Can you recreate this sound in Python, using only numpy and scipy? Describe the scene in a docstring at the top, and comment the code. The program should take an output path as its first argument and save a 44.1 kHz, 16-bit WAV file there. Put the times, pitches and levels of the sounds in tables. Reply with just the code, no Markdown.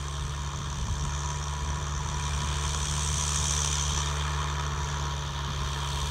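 """The exhaust of a four-cylinder diesel tractor hums on the firing rate and its octave, as two swaying sines.
Every firing also knocks the block and ticks in the valve gear: noise gated by the firing cycle and coloured
part by part, brightest for a while in the middle. A drone, weak shaft tones and gear whine fill in behind.
The tractor pulls through a stubble field towards a small camera microphone; a light wind buffets its port
as gusty low noise, over a steady faint hiss."""
import sys
import numpy as np
from scipy import signal
from scipy.fft import rfft, irfft, next_fast_len
from scipy.io import wavfile
from scipy.ndimage import uniform_filter1d, map_coordinates

SR = 44100
rng = np.random.default_rng(int(sys.argv[2]) if len(sys.argv) > 2 else 0)


def field_ratio(decibels):
    """Amplitude ratio for a level in dB (20 dB per decade); scalars and array-likes work."""
    return 10 ** (np.asarray(decibels, dtype=float) / 20)


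def waveform_to_disk(signal):
    """Save audio, clipped to [-1, 1], as 16-bit WAV at the path in sys.argv[1]."""
    frames = np.transpose(np.atleast_2d(signal))
    scaled = np.clip(frames, -1, 1) * 32767
    samples = np.round(scaled).astype(np.int16)
    wavfile.write(sys.argv[1], SR, samples)


N = 269010

# Engine speed, sagging and recovering with the load: (time [s], rate [firings/s])
FIRING_RATE = [(0.0, 71.12), (0.34, 71.4), (0.68, 71.13), (1.02, 71.24), (1.36, 72.3), (1.69, 72.58),
               (2.03, 72.97), (2.37, 72.39), (2.71, 73.15), (3.05, 73.57), (3.39, 73.67), (3.73, 72.85),
               (4.07, 72.43), (4.41, 72.78), (4.74, 72.16), (5.08, 71.73), (5.42, 70.3), (5.76, 70.37),
               (6.1, 70.96)]
# Weak tones from uneven cylinders, fan and gears:
# (multiple of firing rate [ratio], level over the drone [dB], phase wander [turns])
SHAFT_TONES = [(3, -10.5, 0.13), (4.25, -17.5, .06), (4.75, -9, .035), (5, -14.5, 0), (5.25, -11.5, 0),
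               (5.5, -16.5, .04), (5.75, -14.5, 0.05), (6, -11, 0.06), (6.25, -9, 0.11),
               (7.75, -13.5, 0.15), (9, -8.5, 0.13)]
# Level curves whose swings the engine parts follow:
# (time [s], block knock [dB], head ring [dB], valve ticks [dB], highest ticks [dB])
CLATTER_LEVELS = [(0, -44, -48, -47, -54), (.3, -43.5, -47, -48.5, -55), (.5, -43.5, -47, -47, -60),
                  (.85, -44.5, -47.5, -46, -56), (1.27, -41.5, -46.5, -42, -55.5),
                  (1.55, -41.5, -47, -46, -55.5), (1.95, -40.5, -48, -44, -59),
                  (2.33, -40, -43.5, -42, -49.5), (2.57, -38.5, -41, -42.5, -49.5),
                  (2.7, -40, -42, -38, -46), (3.07, -40, -40.5, -35.5, -42.5),
                  (3.5, -39.5, -38.5, -32, -40.5), (4, -38.5, -39, -36.5, -49), (4.2, -36.5, -42, -45, -52),
                  (4.74, -38, -45.5, -48, -59), (4.85, -37.5, -44, -43, -56),
                  (5.3, -41.5, -43.5, -49, -61.5), (5.48, -39.5, -43, -48.5, -61.5),
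                  (5.8, -39.5, -41.5, -46, -53.5), (6.1, -40, -40, -43, -50)]
# Resting points of those four curves: (block [dB], head [dB], valves [dB], highest ticks [dB])
CLATTER_REST = (-41, -44, -45, -54)
# How each part follows the swings and the approach: name: (usual level [dB],
# share of block, head, valve and highest-tick swing [ratio, four columns], gain over time [dB/s])
PART_LEVELS = {"fundamental": (-34.5, 0.49, -0.03, .05, 0.09, -0.1),
               "octave": (-38.5, 0.42, -0.11, 0.16, -0.0152, 0.24),
               "drone": (-51, 0.5, .01, .01, -0.0043, 0.17), "block": (-41, 1, 0, 0, 0, 0),
               "head": (-43, 0, 1, 0, 0, 0), "cover": (-51, 0.92, 0.62, -0.03, 0.13, -0.73),
               "valves": (-44.5, 0, 0, 1, 0, 0), "injectors": (-52, 0, 0, 0, 1, 0),
               "air": (-69.5, -0.5, 0.53, -0.16, 0.75, 1.5),
               "second gear": (-56, -0.6, -0.2, -0.18, 0.09, 1)}
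# Strength of the four cylinders' firings: (one level [dB] per cylinder)
CYLINDER_DB = [-1.8, -1.6, 0.59, -2.6]
# The hardest firings: (time [s], strength in place of the cylinder's own [dB])
HARD_FIRINGS = [(.73, 4), (1.053, 5), (1.304, 4.5), (2.749, 4.5), (3.361, 3), (3.51, 5), (3.648, 5),
                (3.977, 4.5), (4.597, 5.5), (4.61, 5)]
# Whine at 13.5 times the firing rate: (time [s], level [dB])
WHINE_LEVEL = [(0, -59), (.9, -53.5), (1.4, -46), (2.2, -47.5), (3.3, -50), (4.2, -56), (5, -47.5),
               (5.6, -53), (6.1, -44)]

# Spectral colours, relative density: (frequency [Hz], density [dB per Hz])
DRONE_COLOUR = [(140, -24), (230, -4), (280, -6), (424, -1.5), (514, -4.5), (796, -3), (850, -6),
                (1100, -23), (1870, -120)]
BLOCK_COLOUR = [(600, -42), (820, -20), (860, -2), (920, -4), (979, 2.5), (1025, -2.5), (1072, 2),
                (1120, -0.5), (1200, -1), (1400, -4.5), (1530, -9), (1700, -5.5), (1800, -5.5),
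                (1960, -14.5), (2150, -13.5), (2600, -53), (4000, -59.5)]
HEAD_COLOUR = [(1900, -30), (2600, -12), (2850, -7.5), (3190, 2.5), (3450, 0), (3700, 1), (3960, -9.5),
               (4260, -5), (4700, -9.5), (5100, -14.5), (6000, -17), (9000, -56)]
COVER_COLOUR = [(1700, -39), (2150, -10.5), (2300, -5), (2400, 0.5), (2520, -6), (2700, -11), (3300, -44),
                (5000, -72)]
VALVE_COLOUR = [(4000, -32), (5150, -13.5), (5400, -8.5), (5700, -2), (6150, 1), (6600, -4.5), (7200, -5.5),
                (7550, -19.5), (8500, -45), (12000, -75)]
INJECTOR_COLOUR = [(6500, -11.5), (7600, -1), (7900, 1.5), (8400, 3.5), (8750, -2.5), (9150, -7),
                   (9700, -9.5), (10300, -21.5), (11500, -35), (16000, -76)]
AIR_COLOUR = [(6060, -26), (10300, -4.5), (11400, -2.5), (13900, -12), (15100, -15), (15800, -9)]
HISS_COLOUR = [(6060, -28), (10300, -19), (10700, -4), (14700, 5), (15800, -2)]
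WIND_COLOUR = [(18, -41.5), (30, -20), (45, 7.5), (90, 3.5), (180, -3.5), (250, -15.5), (400, -35.5),
               (900, -78)]

# Dull band from the ground echo, sliding down as the tractor comes on:
# (time [s], centre [Hz], depth [dB])
ECHO_DIP = [(4, 10600, 0), (4.5, 9400, 5), (4.9, 8400, 4), (5.4, 7360, 4), (5.8, 7500, 0)]
# The echo also lifts a band below: centre and height as shares of the dip's, and width in Hz
LIFT_RATIO, LIFT_SHARE, LIFT_WIDTH_HZ = 0.77, 0.43, 210

# Gusts on the port, added to the breeze: (time [s], peak level [dB], half length [s])
GUST_TIMES = [(.26, -37, 0.046), (0.62, -34, .07), (0.877, -30.5, 0.075), (1.05, -32, 0.041),
              (1.29, -44, 0.072), (1.66, -40, 0.055), (2.05, -38, 0.11), (2.41, -34.5, 0.12),
              (2.89, -36, .07), (3.154, -38, .07), (3.418, -36, .05), (3.936, -32, 0.026),
              (4.786, -41, .09), (5.325, -39, 0.034), (5.5, -35.5, 0.031), (5.632, -39.5, 0.053),
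              (6.08, -37, 0.1)]
BREEZE_DB, SWAY_DB = -43.5, 1.8  # level between gusts, and its slow sway

BAND_LIMIT_HZ = 15780


def unit(x):
    """Scales a signal to rms 1."""
    return x / np.sqrt(np.mean(x ** 2) + 1e-20)


def curves(rows):
    """Draws one value per sample for each column after the time."""
    times, *columns = np.transpose(rows)
    return [np.interp(np.arange(N) / SR, times, column) for column in columns]


def wobble(rate):
    """Smooth random curve with rate knots a second."""
    knots = rng.standard_normal(int(N * rate / SR) + 4)
    return map_coordinates(knots, [np.arange(N) * rate / SR])


def coloured(x, spectrum):
    """Filters x causally to a spectral colour, at rms 1."""
    size = 8192
    hz, db = np.transpose(spectrum)
    bin_hz = np.fft.rfftfreq(size, 1 / SR)
    level = np.interp(np.log(bin_hz + 1), np.log(hz + 1), db)
    # Folding the cepstrum forward in time gives minimum phase
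    cepstrum = irfft(np.log(field_ratio(np.maximum(level, -70))))
    cepstrum[1:size // 2] *= 2
    cepstrum[size // 2 + 1:] = 0
    impulse = irfft(np.exp(rfft(cepstrum)))
    return unit(signal.fftconvolve(x, impulse)[:N])


def level_db(part):
    """Level of one engine part through time: its usual level, the shared swings and the approach."""
    usual_db, *shares, db_per_s = PART_LEVELS[part]
    swings = np.array(curves(CLATTER_LEVELS)) - np.c_[list(CLATTER_REST)]
    return usual_db + np.dot(shares, swings) + db_per_s * np.arange(N) / SR


def firings():
    """Running count of firings: whole numbers mark the crest of the exhaust octave."""
    return 0.115 + np.cumsum(curves(FIRING_RATE)[0]) / SR


def strokes():
    """Place of each sample around its firing [cycles], and that firing's strength [dB]."""
    count = firings() - 0.08 + 0.5
    which = count.astype(int)
    chance = rng.standard_normal((which[-1] + 1, 2))
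    cylinder = np.arange(len(chance)) % len(CYLINDER_DB)
    strength = np.take(CYLINDER_DB, cylinder) + 0.18 * chance[:, 0]
    for s, db in HARD_FIRINGS:
        strength[which[round(s * SR)]] = db
    place = count % 1 - 0.5 - 0.041 * chance[which, 1]  # each blow lands a little early or late
    return place, strength[which]


def rattle(repeat):
    """Noise of which a share returns each engine cycle, as the same parts meet in the same order."""
    size = 2450  # noise values per engine cycle
    turn = firings() / len(CYLINDER_DB) % 1
    cycle = rng.standard_normal(size)[(turn * size).astype(int)]
    share = np.clip(repeat, 0, 1)
    return np.sqrt(share) * cycle + np.sqrt(1 - share) * rng.standard_normal(N)


def burst(stroke, rise, fall, between_db, own_db, repeat):
    """Rattle that flares at each firing (rise and fall in cycles) and goes on in between."""
    place, strength = stroke
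    swell = np.exp(-(place / rise) ** 2)
    decay = np.exp(-np.abs(place) / fall)
    flare = np.where(place < 0, swell, decay)
    gate = field_ratio(strength + own_db * wobble(60)) * flare
    gate += field_ratio(between_db + 0.47 * wobble(40))
    return gate * rattle(repeat)


def shaft_tone(order, db, wander, flutter_db=2.5):
    """Sine on a multiple of the firing rate, blurred by quick slips of phase and level."""
    drift = rng.uniform() + wander * wobble(24)  # turns
    return field_ratio(db + flutter_db * wobble(14)) * np.cos(2 * np.pi * (order * firings() + drift))


def dappled(x, quick_db, width_hz):
    """Panels ring a little differently each blow; the ground echo cancels one band and lifts another."""
    hz, t, z = signal.stft(x, SR, nperseg=256)
    patches = uniform_filter1d(rng.standard_normal(z.shape), size=2, axis=0)
    patches = unit(uniform_filter1d(patches, size=6, axis=1))
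    times, centres, depths = np.transpose(ECHO_DIP)
    centre_hz = np.interp(t, times, centres)
    depth_db = np.interp(t, times, depths)
    dip_shape = np.exp(-((hz[:, None] - centre_hz) / width_hz) ** 2)
    lift_shape = np.exp(-((hz[:, None] - LIFT_RATIO * centre_hz) / LIFT_WIDTH_HZ) ** 2)
    cut_db = depth_db * (dip_shape - LIFT_SHARE * lift_shape)
    z = z * unit(field_ratio(quick_db * patches)) * field_ratio(-cut_db)
    return signal.istft(z, nperseg=256)[1][:N]


def hiss():
    """Steady hiss of stubble and microphone: coloured noise."""
    return field_ratio(-71.0) * coloured(rng.standard_normal(N), HISS_COLOUR)


def wind():
    """Lumpy low buffeting at the port: a breeze with bell-shaped gusts adding their power."""
    t = np.arange(N) / SR
    power = field_ratio(BREEZE_DB + SWAY_DB * wobble(3.89)) ** 2
    for s, peak_db, half_s in GUST_TIMES:
        power += field_ratio(peak_db) ** 2 * np.exp(-((t - s) / half_s) ** 2)
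    lumpy = field_ratio(1.36 * wobble(30)) * rng.standard_normal(N)
    return np.sqrt(power) * coloured(lumpy, WIND_COLOUR)


def gear_whine():
    """Two gears whine on high multiples of the firing rate."""
    whine = shaft_tone(13.5, curves(WHINE_LEVEL)[0], wander=0.115, flutter_db=2.1)
    whine += shaft_tone(15, level_db("second gear"), wander=0.14)
    return np.sqrt(2) * whine  # levels are rms


def drone(stroke):
    """Low body noise pulsing with each firing, with weak shaft tones levelled against it."""
    body = coloured(burst(stroke, 0.16, 0.22, 2.1, 3.8, repeat=0.094), DRONE_COLOUR)
    comb = np.sqrt(2) * sum(shaft_tone(*row) for row in SHAFT_TONES)
    return field_ratio(level_db("drone")) * (body + comb)


def clatter(stroke):
    """One blow per firing rings block, head, covers and valve gear, each with its own flare and colour."""
    block = coloured(burst(stroke, 0.13, 0.19, 1.0, 0.97, repeat=0.12), BLOCK_COLOUR)
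    head = coloured(burst(stroke, 0.14, 0.093, 0.27, 1.0, repeat=0.15), HEAD_COLOUR)
    cover = coloured(burst(stroke, 0.33, 0.15, -3.2, 1.2, repeat=0.14), COVER_COLOUR)
    valves = coloured(burst(stroke, 0.1, 0.14, -12, 1.1, repeat=0.1), VALVE_COLOUR)
    injectors = coloured(burst(stroke, 0.18, 0.085, -8, 1.7, repeat=0.2), INJECTOR_COLOUR)
    air = coloured(burst(stroke, 0.048, 0.1, -0.98, 1.1, repeat=0), AIR_COLOUR)
    metal = field_ratio(level_db("block")) * block
    metal += field_ratio(level_db("head")) * head
    metal += field_ratio(level_db("cover")) * cover
    metal += field_ratio(level_db("valves")) * valves
    metal += field_ratio(level_db("injectors")) * injectors
    metal += field_ratio(level_db("air")) * air
    return dappled(metal, quick_db=1.5, width_hz=440)


def exhaust():
    """Exhaust pulses heard as two strong clean sines: the firing rate and its octave."""
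    count = firings()
    fundamental_db = level_db("fundamental") + 0.28 * wobble(8)
    octave_db = level_db("octave") + 0.22 * wobble(8.7)
    hum = field_ratio(fundamental_db) * np.cos(2 * np.pi * (count - 0.34))
    hum += field_ratio(octave_db) * np.cos(4 * np.pi * count)
    return np.sqrt(2) * hum  # levels are rms


def scene():
    """Everything at one microphone; drone and clatter share the same firings."""
    stroke = strokes()
    engine = gear_whine() + drone(stroke) + clatter(stroke) + exhaust()
    return (hiss() + wind() + engine)[None]


def roll_off(x):
    """The treble ends steeply here."""
    return signal.sosfilt(signal.butter(12, 16840, fs=SR, output="sos"), x)


def record(dry):
    """The camera keeps nothing above its band limit."""
    size = next_fast_len(N)
    passed = np.fft.rfftfreq(size, 1 / SR) < BAND_LIMIT_HZ
    kept = irfft(rfft(dry, size) * passed, size)[:, :N]
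    return roll_off(kept)


dry = scene()
out = record(dry)
waveform_to_disk(out)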